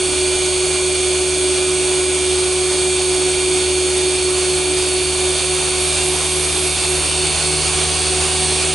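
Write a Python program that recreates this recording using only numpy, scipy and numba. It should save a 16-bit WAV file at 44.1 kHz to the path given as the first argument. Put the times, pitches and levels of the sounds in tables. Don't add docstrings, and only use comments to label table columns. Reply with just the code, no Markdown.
import sys
import numpy as np
from scipy import signal
from scipy.io import wavfile
from scipy.ndimage import uniform_filter1d, minimum_filter1d
from numba import njit

SR = 44100
rng = np.random.default_rng(int(sys.argv[2]) if len(sys.argv) > 2 else 0)


def to_linear_factor(level_db):
    exponent = np.asarray(level_db, float) / 20
    return 10 ** exponent


def int16_out(signal):
    q = np.round(np.clip(np.atleast_2d(signal).T, -1, 1) * 32767)
    wavfile.write(sys.argv[1], SR, q.astype(np.int16))


N = 385434
STEP = 64
T = np.arange(0, N + 2 * STEP, STEP) / SR

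PINION, CROWN = 9, 43
RATIO = PINION / CROWN

# time in seconds, speed in Hz.
SPEED = [(0.0, 368.18), (0.38, 367.72), (0.76, 367.8), (1.52, 368.32), (2.28, 367.95), (3.04, 367.95),
         (3.8, 367.78), (4.18, 367.86), (4.56, 367.7), (5.5, 367.79), (6.08, 367.41), (6.46, 367.26),
         (6.95, 367.36), (7.22, 367.8), (7.98, 369.85), (8.36, 370.19), (8.74, 371.11)]
# time in seconds, load 0-1.
LOAD = [
    (0.0, 0.03),
    (2.5, 0.04),
    (4.8, 0.2),
    (6.3, 0.48),
    (7.6, 1),
    (8.74, 0.81),
]
STRONG = [31 * PINION / CROWN, PINION, 47 * PINION / CROWN, 12, 23, 24, 26, 27]
SPINDLE = [3, 4, 5, 8, 19, 29, 33, 35, 36, 37, 40, 41, 44, 45, 46, 48, 49, 54, 55, 56, 57, 59, 60, 83, 85,
           88, 96, 102]
# frequency in Hz, level in dB per Hz.
RATTLE = [(2140, -3), (2300, -3), (2800, -1.5), (3150, -3.5), (3650, -1.5), (3900, -4.5), (4450, -0.5),
          (4800, -2.5), (5200, -7), (5700, -7), (6500, -4), (7200, -5.5), (7600, -8)]
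# frequency in Hz, left minus right in dB.
LEAN = [(60, -0.5), (220, -1), (830, -2.5), (3100, -2.0), (11600, -1.5)]


def evened(x):
    return x / np.sqrt(np.mean(x ** 2) + 1e-20)


def read(points, hz):
    f, value = np.transpose(points)
    return np.interp(np.log(hz + 1), np.log(f + 1), value, value[0], value[-1])


def columns(rows):
    s, *values = np.transpose(rows)
    return [np.interp(T, s, v) for v in values]


def fine(control):
    return np.interp(np.arange(N), np.arange(len(T)) * STEP, control)


def drift(per_s):
    rates_hz = per_s * np.geomspace(.08, 1, num=8)
    return evened(sum(np.sin(2 * np.pi * (f * T + rng.random())) / np.sqrt(f) for f in rates_hz))


def swell(s, half_s, db):
    return db * np.exp(-((T - s) / half_s) ** 2)


def pad_turns():
    start_turns, per_s, slowing_per_s2 = .12, 4.967, .215
    return start_turns + per_s * T - slowing_per_s2 * T ** 2 / 2


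def rotor_hz():
    drag_hz = .22
    return columns(SPEED)[0] + drag_hz * np.cos(2 * np.pi * pad_turns())


def rotor_turns():
    return np.cumsum(rotor_hz()) * STEP / SR


def beat_db(share, dip_turns):
    return 20 * np.log10(1 - np.clip(share, 0, .9) * np.cos(2 * np.pi * (pad_turns() - dip_turns)))


def grabs_db():
    # time in seconds, extra level in dB.
    grabs = [
        (4.55, 0.5),
        (5.47, 1),
        (5.94, 2),
        (8.42, .8),
    ]
    half_s = 0.11
    return sum(swell(s, half_s, db) for s, db in grabs)


def heard_db(order, db, db_per_s):
    fading = [12, 12, 12, 26, 9, STRONG[2], STRONG[0], 27, 27, 23, 24, 29, 2, 22, 18, 8, 29, STRONG[2], 1,
              22, 1 + PINION / CROWN, 2, 12, 3]
    # time in seconds, half width in seconds, level in dB (below 0 fades).
    fades = [(1.9, .5, -25), (6.4, 0.62, -10), (8.46, 0.49, -18), (3.1, 2.2, -30), (7.1, 0.33, -20),
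             (8.4, .9, -20), (7.8, 0.87, -3.5), (5.3, 1.0, 4.5), (8.3, .4, -8), (5.8, 1.2, -11),
             (4.7, .7, -12), (5.7, .5, 7), (8.7, .6, 3), (1.0, 0.62, -9), (3.3, 1.6, 2.5), (6.0, 1.2, -12),
             (5.4, 0.83, -16), (7.5, .25, -8), (7.9, .07, -3), (5.0, 4.0, -2), (7.6, .5, 5.5),
             (6.64, 0.84, -3.5), (7.3, .4, 3), (7.8, .7, 0.5)]
    middle_s = 4.37
    passing_db = sum(swell(*row) for k, row in zip(fading, fades) if k == order)
    return db + db_per_s * (T - middle_s) + passing_db


@njit
def spin(angles, gains, sides, step):
    out = np.zeros((2, angles.shape[1] * step))
    for k in range(angles.shape[0]):
        for i in range(angles.shape[1] - 1):
            pointer = gains[k, i] * np.exp(1j * angles[k, i])
            turn = np.exp(1j * (angles[k, i + 1] - angles[k, i]) / step)
            turn = turn * (gains[k, i + 1] / gains[k, i]) ** (1 / step)
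            left, right = pointer * sides[k], pointer / sides[k]
            for j in range(i * step, (i + 1) * step):
                out[0, j] += left.real
                out[1, j] += right.real
                left, right = left * turn, right * turn
    return out


def tones(turns, orders, levels_db, spread_rad):
    orders = np.array(orders, float)
    start, skew = rng.random((len(orders), 2)).T
    phase = spread_rad * (skew + .5) * rng.choice([-1, 1], len(orders))
    sides = to_linear_factor(read(LEAN, orders * SPEED[0][1]) / 2) * np.exp(1j * phase)
    angles = 2 * np.pi * (orders[:, None] * turns + start[:, None])
    return np.sqrt(2) * spin(angles, to_linear_factor(np.array(levels_db)), sides, STEP)[:, :N]


def drone(turns):
    # time in seconds, level in dB, share that beats with the pad turn 0-1.
    unbalance = [(0.0, -20.7, .04), (2.0, -19.3, .03), (4.1, -19.2, .06), (5.0, -21.3, .13),
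                 (5.9, -24.3, .22), (6.5, -26.3, .42), (7.1, -28, .58), (7.65, -28.5, .55),
                 (7.8, -27.8, .15), (8.2, -26, .05)]
    # unloaded level in dB, rise with load in dB, beat share 0-1, place of dip in pad turns.
    orbit = [
        (-34, 4.5, 0.035, 0.05),
        (-41, 8, 0.16, -0.064),
    ]
    load = columns(LOAD)[0]
    db, share = columns(unbalance)
    levels = [heard_db(1, db, 0) + beat_db(share, -.14) + .6 * drift(30.0)]
    for low_db, more_db, part, dip_turns in orbit:
        levels.append(low_db + more_db * load + beat_db(part, dip_turns) + grabs_db() + .6 * drift(9.0))
    return tones(turns, [1, RATIO, 2 * RATIO], levels, 0.093)


def whine(turns):
    rotor = [2, 3, 4, 5, 6, 7, 8, 10, 11, 13, 14, 15, 16, 17, 18, 19, 20, 21, 22, 25, 28, 29]
    mixed = [(1, -1), (1, 1), (1, 2), (1, 3), (0, 105), (0, 110), (2, -3), (0, 7)]
    # level midway in dB, change in dB/s as the tool travels.
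    rotor_db = [(-41.5, 1.1), (-47.0, 1.2), (-50.0, -0.5), (-54.0, 1.8), (-43.0, 0.5), (-43.0, 0.5),
                (-47.5, -0.1), (-53.5, 2.9), (-53.0, 2.0), (-47.0, 0.9), (-54.0, 1.5), (-52.5, 1.6),
                (-45.5, 0.3), (-46.5, 0.5), (-39.0, -0.8), (-44.0, -0.7), (-50.5, 0.7), (-48.5, 1.1),
                (-38.5, 0.0), (-39.5, 0.5), (-49.0, 1.8), (-48.0, 0.7)]
    spindle_db = [(-60.0, 3.0), (-47.5, 1.5), (-45.5, -0.6), (-49.0, -1.6), (-47.0, -0.4), (-44.5, -0.6),
                  (-49.0, -0.3), (-41.5, 0.9), (-46.5, 0.8), (-44.0, 1.0), (-43.0, 0.3), (-48.5, 0.9),
                  (-41.5, -0.8), (-48.5, -1.7), (-47.5, 1.7), (-48.0, 0.7), (-48.0, 1.2), (-46.0, 2.0),
                  (-47.0, -0.6), (-43.0, 0.9), (-42.0, 0.2), (-43.5, 1.3), (-45.0, -0.6), (-44.5, -0.5),
                  (-46.0, 0.3), (-48.5, 0.6), (-47.0, 0.9), (-46.0, -0.8)]
    mixed_db = [(-50, 0.3), (-55, 3.0), (-49, -0.4), (-45, -0.7), (-40.5, -1.5), (-50, 3), (-51.5, -0.5),
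                (-51.5, -.5)]
    strong_db = [(-34, -.4), (-36.5, 0), (-35, .6), (-33.5, .2), (-33, .2), (-32.5, .2), (-33.5, .1),
                 (-35, .2)]
    orders = [*rotor, *(RATIO * k for k in SPINDLE), *(j + RATIO * k for j, k in mixed)]
    rough_db = 3.6 - 2.0 * columns(LOAD)[0]
    levels = []
    for k, row in zip(orders, [*rotor_db, *spindle_db, *mixed_db]):
        db = heard_db(k, *row) + drift(5.0)
        levels.append(db + (k < 5) * rough_db * drift(90.0))
    levels += [heard_db(k, *row) + 1.5 * drift(20.0) for k, row in zip(STRONG, strong_db)]
    edge_db, knee_hz, curve_db, lead_s = -28.5, 367.12, 55, .03
    over_hz = np.clip(np.interp(T + lead_s, T, rotor_hz()) - knee_hz, 0, .7)
    flicker_db = np.clip(9 * drift(150.0) + 6, -20, 2)
    levels.append(edge_db - curve_db * over_hz ** 2 + flicker_db)
    return tones(turns, orders + STRONG + [30], levels, 0.2)


def comb(turns):
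    level_db, scatter_db = -48.5, 0.5
    orders = [RATIO * k for k in range(28, 99) if k not in SPINDLE + [31, 43, 47, 86]]
    orders += [j + RATIO * k for j in range(6, 20) for k in (-2, -1, 1, 2) if j % PINION]
    levels = []
    for k in orders:
        chance_db = scatter_db * (rng.standard_normal() + drift(3.3))
        levels.append(level_db + read(RATTLE, k * SPEED[0][1]) + chance_db)
    return tones(turns, orders, levels, 0.38)


def noise(spectrum, patchy_db):
    # frequency in Hz, left-right likeness 0-1.
    likeness = [(30, 0.9), (100, 0.91), (300, 0.77), (700, 0.9), (1500, 0.86), (5000, 0.86), (11000, 0.92)]
    frames, bins_hz = N // 512 + 5, np.fft.rfftfreq(2048, 1 / SR)
    inside = (bins_hz >= spectrum[0][0]) & (bins_hz < spectrum[-1][0])
    hz = bins_hz[inside]
    a, b, c, d, patches = rng.standard_normal((frames, len(hz), 5)).T
    patches = uniform_filter1d(patches, size=10, axis=0)
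    patches = evened(uniform_filter1d(patches, size=12, axis=1))
    same = np.clip(read(likeness, hz), -1, 1)[:, None]
    left = a + 1j * b
    right = same * left + np.sqrt(1 - same ** 2) * (c + 1j * d)
    pair = np.array([left, right]) * to_linear_factor(read(spectrum, hz)[:, None] + patchy_db * patches)
    lean_db = np.array([[.5], [-.5]]) * read(LEAN, hz)
    z = np.zeros((2, len(bins_hz), frames), np.complex64)
    z[:, inside] = pair * to_linear_factor(lean_db)[:, :, None]
    return evened(signal.istft(z, nperseg=2048, noverlap=1536)[1][:, :N])


def pumped(turns, depths):
    mains_hz = 50
    spindle = turns * RATIO
    cycles = [spindle, 2 * spindle, 3 * spindle, 4 * spindle, turns, 2 * mains_hz * T]
    return 1 + sum(d * np.cos(2 * np.pi * (fine(c) + rng.random())) for d, c in zip(depths, cycles))


def roar(turns):
    # unloaded level in dB, rise with load in dB.
    noise_db = [
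        (-32, 3),
        (-25, 3.5),
        (-23.5, 1.5),
    ]
    # frequency in Hz, level in dB per Hz.
    rub_spectrum = [(15, -16), (35, -14), (58, -1.5), (100, -9.5), (125, -8), (190, -11), (250, -8),
                    (300, -21), (365, 2.5), (430, -4.5), (480, -7), (700, -4), (1200, -8), (2140, -12)]
    hiss_spectrum = [(7600, -7), (7900, -8), (8200, -1), (8600, 0.5), (9000, -2.5), (9500, -3),
                     (10000, -5.5), (10500, -10.5), (11100, -7.5)]
    panel_spectrum = [(255, -9), (285, 1.5), (305, 10.5), (340, -0.5)]
    rattle_pump = [0.079, 0.021, 0.12, 0.045, 0.027, 0.019]
    hiss_pump = [0.14, 0.033, 0.33, 0.082, 0.053, 0.1]
    # time in seconds, half width in seconds, extra level in dB.
    shudders = [
        (.15, 0.11, 7),
        (1.45, 0.36, 10),
        (3.3, .3, 7),
        (3.9, .3, 8),
        (4.7, 0.22, 4),
        (6.2, .3, 3),
        (7.6, 0.5, 2),
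    ]
    load = columns(LOAD)[0]
    rub_db, rattle_db, hiss_db = (low_db + more_db * load + grabs_db() for low_db, more_db in noise_db)
    boom_db = -43.5 + 1.8 * drift(6.0) + sum(swell(*row) for row in shudders)
    grip = drift(30.0)
    rub = to_linear_factor(fine(rub_db + 1.04 + 0.88 * grip)) * noise(rub_spectrum, 1.05)
    panel = to_linear_factor(fine(boom_db)) * noise(panel_spectrum, 1.8)
    rattle = to_linear_factor(fine(rattle_db - 2.0 + 0.74 * grip)) * pumped(turns, rattle_pump) * noise(RATTLE, 1.8)
    hiss = to_linear_factor(fine(hiss_db - 1.5 + 0.26 * grip)) * pumped(turns, hiss_pump) * noise(hiss_spectrum, 0.31)
    return rub + panel + rattle + hiss


def scene():
    turns = rotor_turns()
    return drone(turns) + whine(turns) + comb(turns) + roar(turns)


def masked(x):
    gear_db, fan_db, cut_db = 14.5, 17.0, -25.0
    hz, _, z = signal.stft(x, SR, nperseg=2048, noverlap=1024)
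    power = (abs(z) ** 2).mean(0)
    high = hz[:, None] > 6000
    wide_peak = -minimum_filter1d(-power, size=41, axis=0)
    narrow_peak = -minimum_filter1d(-power, size=19, axis=0)
    near = np.where(high, wide_peak, narrow_peak)
    floor = near / to_linear_factor(2 * np.where(high, fan_db, gear_db))
    under = uniform_filter1d(power, size=5, axis=0) < floor
    hidden = under & (hz[:, None] > 2000)
    return signal.istft(z * np.where(hidden, to_linear_factor(cut_db), 1), SR, nperseg=2048, noverlap=1024)[1][:, :N]


def top_cut(x):
    return signal.sosfilt(signal.butter(12, 11075, fs=SR, output="sos"), x)


def record(dry):
    edge_hz = 11032
    low_pass = signal.firwin(8191, edge_hz, window=("kaiser", 6), fs=SR)
    narrow = signal.oaconvolve(dry, low_pass[None], "same")
    return top_cut(masked(narrow))


dry = scene()
out = record(dry)
int16_out(out)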